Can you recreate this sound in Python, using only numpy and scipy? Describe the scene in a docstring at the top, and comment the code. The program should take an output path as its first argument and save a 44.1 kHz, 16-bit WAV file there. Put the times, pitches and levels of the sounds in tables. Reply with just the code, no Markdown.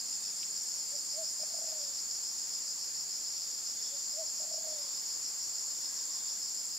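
"""Midday palm grove

A far cicada chorus, patchy noise in two bands, drones while nearer singers throb, each at its own beat:
their clicks ring a body resonance. Crickets pip in short tones; leaves and air hiss over a wavering hum.
A twig ticks as a struck resonance. A dove coos twice with a near pure tone: a soft note, a full note and
a long purr broken by puffs. Something croaks far off, in rough clicks through a low resonance.
"""
import sys
import numpy as np
from scipy import signal
from scipy.fft import rfft, irfft, next_fast_len
from scipy.io import wavfile
from scipy.ndimage import uniform_filter1d, map_coordinates

SR = 44100
rng = np.random.default_rng(int(sys.argv[2]) if len(sys.argv) > 2 else 0)


def inscribe(sig):
    """Save sig as 16-bit PCM at rate SR to the path in sys.argv[1].

    A 1-D sig is mono; a 2-D sig holds one channel per row.
    Samples are clipped to [-1, 1] before scaling.
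    """
    pcm = np.round(np.clip(np.atleast_2d(sig).T, -1, 1) * 32767)
    wavfile.write(sys.argv[1], SR, pcm.astype(np.int16))


N = 298998
T = np.arange(N) / SR  # seconds


def amp(db):
    """Decibels to gain."""
    return 10 ** (np.asarray(db) / 20)


def unit(x):
    """Scaled to rms 1."""
    return x / np.sqrt(np.mean(x ** 2) + 1e-20)


def along(points, hz):
    """Values between (Hz, value) points on a log frequency axis."""
    point_hz, values = np.transpose(points)
    return np.interp(np.log(hz + 1), np.log(point_hz + 1), values)


def curves(rows):
    """One value per sample for each column after the time."""
    s, *columns = np.transpose(rows)
    return [np.interp(T, s, column) for column in columns]


def wobble(rate):
    """A smooth random curve, rate knots a second."""
    knots = rng.standard_normal(int(N * rate / SR) + 4)
    return map_coordinates(knots, [T * rate])


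def filtered(x, response):
    """x times a complex response of frequency."""
    m = next_fast_len(N + SR // 2)
    spectrum = rfft(x, m) * response(np.fft.rfftfreq(m, 1 / SR))
    return irfft(spectrum, m)[..., :N]


def resonance(hz, width_hz):
    """A damped resonance passed twice, for steep skirts."""
    return lambda f: (1j * f * width_hz / (hz * hz - f * f + 1j * f * width_hz)) ** 2


# likeness of wide sounds at the two microphones: pitch_hz, likeness (0 unrelated, 1 identical)
MIC_LIKENESS = [(40, 1), (70, 0.99), (110, .995), (200, 0.93), (350, 0.64), (600, 0.16), (1200, 0.028),
                (2200, 0.19), (3500, 0.4), (4300, 0.74), (5700, 0.84), (6500, 0.53), (7300, 0.44),
                (8100, 1), (9000, .85), (11000, 0.96), (11700, 1)]


def rush(spectrum, patchy_db):
    """Stereo noise of rms 1: many blended sources, with patches of random gain in time and pitch."""
    z = signal.stft(rng.standard_normal((2, N)), nperseg=256)[2]
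    field = uniform_filter1d(rng.standard_normal(z.shape[1:]), size=3, axis=0)
    field = uniform_filter1d(field, size=12, axis=1)
    pair = signal.istft(z * amp(patchy_db * unit(field)), nperseg=256)[1][:, :N]

    def mid_side_gain(hz):
        """More side against mid makes the two microphones less alike."""
        turn = np.arccos(np.clip(along(MIC_LIKENESS, hz), -1, 1)) / 2
        return amp(along(spectrum, hz)) * [np.cos(turn), np.sin(turn)]

    mid, side = filtered(pair, mid_side_gain)
    return unit(np.array([mid + side, mid - side]))


def grove(x, wet_db, t60):
    """Trunks and fronds scatter a sound into a tail (t60 in s), partly unlike at each microphone."""
    t = T[:SR // 3]
    shared, left, right = rng.standard_normal((3, len(t))) * amp(-60 * t / t60)
    tails = shared + 1.12 * np.array([left, right])
    tails /= np.linalg.norm(tails[0])
    return x + amp(wet_db) * signal.fftconvolve(x[None], tails, axes=1)[:, :N]


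def singer(level_db, hz, width_hz, clicks, rough, beat=(5, 0), lead=0):
    """Buckling ribs click (per s) into the body resonance; the belly pumps the level up and down.

    beat is (swells per s, nominal depth in dB); level_db is before the tail and the final trim.
    """
    count = np.cumsum(clicks * (1 + .02 * wobble(5)) / SR) + .03 * wobble(200)
    is_click = np.diff(np.floor(count), prepend=0) > 0
    ribs = is_click * amp(rng.normal(0, 0.23, N))
    # part of each click is a puff of noise, which blurs the line spectrum
    puffs = rng.standard_normal(N) * np.abs(uniform_filter1d(ribs, size=330))
    rough = np.clip(rough, 0, 1)
    drive = np.sqrt(1 - rough) * unit(ribs) + np.sqrt(rough) * unit(puffs)
    # many close body modes merge into one rounded band
    body = unit(filtered(drive, lambda f: np.exp(-((f - hz) / width_hz) ** 2)))
    rate, depth_db = beat
    # each swell holds a while at full strength before it drops
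    pump = np.tanh(1.6 * (np.cos(2 * np.pi * (rate * T + lead)) + .15))
    swell = amp(depth_db * pump / 2 + .4 * wobble(rate))
    return grove(body * unit(swell) * amp(level_db), wet_db=-5, t60=.07) * amp(-1)


def throb(song, *body, **voice):
    """A singer whose level and beat drift along its song."""
    level_db, lead = curves(song)
    return singer(level_db, *body, lead=lead, **voice)


def bouts(rows, rise, fall, rest_db):
    """Level in dB: each bout swells in, holds and fades at the same speeds (rise, fall in dB per s)."""
    each = []
    for s, db, hold in rows:
        each.append(db - rise * np.maximum(s - T, 0) - fall * np.maximum(T - s - hold, 0))
    return np.maximum(np.max(each, axis=0), rest_db)


# colours of the two far bands: pitch_hz, level_db (relative)
LOW_CHORUS = [(3800, -33.5), (4100, -15), (4400, -3), (4700, -2.5), (5100, -1), (5500, -6.5), (5800, -15),
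              (6100, -6.5), (6600, -36)]
HIGH_CHORUS = [(5700, -34), (6100, -33), (6400, -8.5), (6700, -3.5), (7100, -2), (7400, -2), (7650, -10.5),
               (7900, -21), (8200, -39)]


def far_chorus():
    """Cicadas too far to tell apart blend into two bands of noise."""
    low = amp(-46.5 + 0.16 * wobble(2.0)) * rush(LOW_CHORUS, patchy_db=0.76)
    high = amp(-40 + 0.42 * wobble(1.29)) * rush(HIGH_CHORUS, patchy_db=0.84)
    return low + high


# near singers, one song each, before tail and trim: time_s, level_db, lead_swells (over a steady beat)
LOW_THROB = [(0, -47.5, .11), (2, -46.5, .13), (4, -47.5, .09), (5.1, -47, .14), (6.78, -47.5, -.14)]
HIGH_THROB = [(0, -50, 0.48), (4.4, -49.5, 0.4), (5.5, -50, 0.12), (6.5, -49.5, .01), (6.78, -58, 0)]
TRILL = [(0, -57, .2), (1.62, -57, .19), (1.68, -69, .15), (2.9, -64, 0), (3.1, -87, 0)]
FLUTTER = [(0, -48, 0.85), (1.5, -53, .4), (3.3, -58, 0.2), (5.5, -49, .2), (6.78, -48, .09)]
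TREBLE_SHEEN = [(0, -64, 1), (2.5, -66.5, 1.2), (6.78, -64.5, 2)]
# a rasping singer heard in bouts: start_s (of full strength), level_db (before tail and trim), hold_s
RASPS = [(.2, -63, .2), (1.8, -62.5, 0.14), (2.5, -63.5, .07), (3.4, -64, .25), (3.88, -60, .08),
         (4.78, -62, .15), (5.8, -64, .1), (6.1, -61, 0.23)]


def near_singers():
    """Nearer singers, each with its own click rate, body resonance and beat."""
    low = throb(LOW_THROB, 5130, 430, clicks=92, rough=.75, beat=(7.0, 10))
    high = throb(HIGH_THROB, 5560, 330, clicks=90, rough=.75, beat=(5.85, 10))
    trill = throb(TRILL, 8820, 440, clicks=185, rough=0.57, beat=(7.5, 7.5))
    flutter = throb(FLUTTER, 7320, 370, clicks=73, rough=0.6, beat=(18.3, 12))
    buzz = singer(-53, 7140, 420, clicks=71, rough=0.67)  # no beat
    rasp_db = bouts(RASPS, rise=29, fall=81, rest_db=-69.5)
    rasp = singer(rasp_db, 3613, 270, clicks=190, rough=1.0, beat=(20.5, 2))
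    # a fast flutter high in the treble, the same at both microphones
    sheen = throb(TREBLE_SHEEN, 14200, 900, clicks=150, rough=1.0, beat=(18.8, 8)).mean(axis=0)
    return low + high + trill + flutter + buzz + rasp + sheen


# colour of the shrill wash: pitch_hz, level_db (relative)
SHRILL_COLOUR = [(4760, -36), (8100, 0.5), (8600, 0.5), (9350, 3.5), (10100, -1), (11200, 3.5),
                 (11700, -1.5), (12500, -11), (14300, -1), (14900, -1.5), (15500, -16)]


def shrill_wash():
    """The shrill treble of the insects, blended into one broad band of noise."""
    return amp(-54.5 + 0.43 * wobble(0.77)) * rush(SHRILL_COLOUR, patchy_db=0.7)


# colour of the hiss of leaves and air: pitch_hz, level_db (relative)
AIR_COLOUR = [(13, -56), (22, -40), (91, -3.5), (147, -7), (268, -2), (344, -3.5), (390, -3), (461, -3),
              (699, -1), (809, -0.5), (917, -1), (1060, -1.5), (1130, -2), (3200, -6.5), (4160, -8),
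              (7040, -120)]
# far low sounds: time_s, murmur_db (rms), hum_db (peak, before its waver)
FAR_LOWS = [(0, -67, -81), (.5, -78, -87), (1.5, -75, -82), (3.3, -82.5, -74.5), (3.8, -84, -87),
            (5.5, -83, -85), (6.78, -74, -91)]


def air():
    """Leaves and far traffic blend into a soft noise floor with a wavering hum."""
    murmur_db, hum_db = curves(FAR_LOWS)
    hum_size = amp(hum_db + 1.5 * wobble(4.3))
    hum = hum_size * np.sin(2 * np.pi * np.cumsum(149 + 2.58 * wobble(3)) / SR)
    murmur = amp(murmur_db) * unit(filtered(rng.standard_normal(N), resonance(202, 106)))
    hiss = amp(-58.5 + 0.36 * wobble(1.82)) * rush(AIR_COLOUR, patchy_db=0.8)
    return hiss * amp([[.2], [-.2]]) + hum + murmur


# small crickets, a row a train of pips:
# start_s, end_s, gap_s (pip to pip), peak_db (before unevenness and tail), pitch_hz, pip_s (peak to 1/e)
PIP_TRAINS = [(.01, .34, .04, -59, 2580, .004), (3.8, 3.91, .051, -60, 3480, .011)]


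def crickets():
    """Each wing stroke is a short swelling tone, a little scratchy."""
    scratch = 1 + .25 * wobble(400)
    uneven = amp(1.3 * wobble(25))
    pips = np.zeros(N)
    for start, end, gap, db, hz, length in PIP_TRAINS:
        tone = amp(db) * np.sin(2 * np.pi * hz * T)
        for s in np.arange(start, end, gap):
            pips += tone * np.exp(-((T - s) / length) ** 2)
    return grove(pips * uneven * scratch, wet_db=-3, t60=.1)


# twig ticks: start_s, peak_db (before the tail), centre_hz, width_hz
TWIG_TICKS = [(.431, -32.5, 3070, 1300), (.435, -43, 3300, 1300), (1.435, -43, 1900, 1800)]


def twigs():
    """Dry ticks, each one short blow ringing a damped resonance of its own colour."""
    out = np.zeros(N)
    for s, db, hz, width_hz in TWIG_TICKS:
        blow = 1.0 * (np.arange(N) == round(s * SR))
        tick = filtered(blow, resonance(hz, width_hz))
        out += amp(db) * tick / np.abs(tick).max()
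    return grove(out, wet_db=-2, t60=0.032)


# dove levels are before roughness, tail and microphone balance
# two clear notes of each call: loudest_s, length_s, top_pitch_hz, level_db (rms at the loudest)
CLEAR_NOTES = [(.948, .055, 585, -56), (1.203, .066, 660, -45), (3.945, .06, 572, -57),
               (4.203, .066, 656, -45.5)]
# long purr of each call: start_s, length_s
PURRS = [(1.391, .55), (4.389, .51)]
# held tone under a purr: share (of its length), pitch_hz, level_db (rms), roughness
PURR_TONE = [(0, 600, -68, 1), (.2, 630, -70, 1.1), (.45, 640, -70, 1.1), (.52, 635, -57, 1),
             (.66, 620, -57, .7), (.76, 590, -57, .45), (.87, 558, -62.5, .4), (1, 545, -68, .3)]
# puffs of air that open the purr: peak_s, peak_db
PURR_PUFFS = [(1.402, -58), (1.419, -52), (1.436, -45), (1.511, -66), (1.544, -49), (1.568, -54),
              (1.589, -48), (1.622, -48), (1.645, -49.5), (1.685, -56), (1.724, -53), (4.404, -53),
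              (4.42, -54), (4.436, -56), (4.451, -56), (4.48, -57), (4.518, -53), (4.544, -46),
              (4.582, -46.5), (4.614, -50), (4.646, -55), (4.67, -49), (4.685, -54), (4.728, -56)]


def dove():
    """A near pure tone from the swollen throat; in the purr the air puffs, trembles and turns breathy."""
    puff_s = .011
    puffs = sum(amp(db) * np.exp(-4 * ((T - s) / puff_s) ** 2) for s, db in PURR_PUFFS)
    breath = unit(filtered(rng.standard_normal(N), resonance(664, 180)))

    def coo(start, end, hz, db, rough):
        """One breath through the throat."""
        edge = np.clip(np.minimum(T - start, end - T) / 0.0061, 0, 1)
        size = np.sqrt(2) * amp(db + rough * 2.8 * wobble(110)) + puffs
        turn = 2 * np.pi * np.cumsum(hz * (1 + .028 * rough * wobble(120))) / SR
        return edge * size * (np.sin(turn) + rough * amp(-7) * breath)

    lead_in, trail = 1.1, 0.76  # before and after the peak of a note, in note lengths
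    arch_hz, arch_db = 70, 17  # most that pitch and level can lose at the shoulders of a note
    throat = np.zeros(N)
    for s, length, top_hz, top_db in CLEAR_NOTES:
        # pitch and level rise and fall together in an arch, the level with a flatter top
        arch = np.tanh((2 * (T - s) / length) ** 2)
        hz = top_hz - arch_hz * arch
        db = top_db - arch_db * arch ** 2
        throat += coo(s - lead_in * length, s + trail * length, hz, db, rough=.12)
    for s, length in PURRS:
        tone = curves([(s + share * length, *values) for share, *values in PURR_TONE])
        throat += coo(s, s + length, *tone)
    return grove(throat, wet_db=-9.5, t60=0.36) * amp([[.4], [-.4]])


# far croaks and higher creaks: start_s (of full strength), level_db (before tail and trim), hold_s
CROAKS = [(4.81, -66, .08), (5.13, -69, .08), (5.33, -71, .05), (5.62, -68, .03), (5.86, -68, .08),
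          (6.1, -68, .15)]
CREAKS = [(5.92, -65, .04), (6.2, -71, .15)]


def far_croaks():
    """Rough trains of clicks through low resonances, in short bouts."""
    croak_db = bouts(CROAKS, rise=200, fall=66, rest_db=-92)
    creak_db = bouts(CREAKS, rise=90, fall=70, rest_db=-94)
    croak = singer(croak_db, 1085, 200, clicks=140, rough=0.98)
    creak = singer(creak_db, 1710, 280, clicks=140, rough=0.95)
    return croak + creak


def scene():
    """All sources at the two microphones."""
    croaks = far_croaks()
    insects = (far_chorus() + near_singers() + shrill_wash()) * amp([[.1], [-.1]])  # dB, left and right
    return insects + dove() + twigs() + crickets() + croaks + air()


def record(dry):
    """The microphones roll off the deep bass; the recorder keeps nothing above its band limit."""
    top_hz = 15760

    def response(hz):
        bass = hz ** 2 / (hz ** 2 + 55 ** 2)
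        return bass * np.clip((top_hz - hz) / 60, 0, 1) ** 2

    return filtered(dry, response)


dry = scene()
out = record(dry)
inscribe(out)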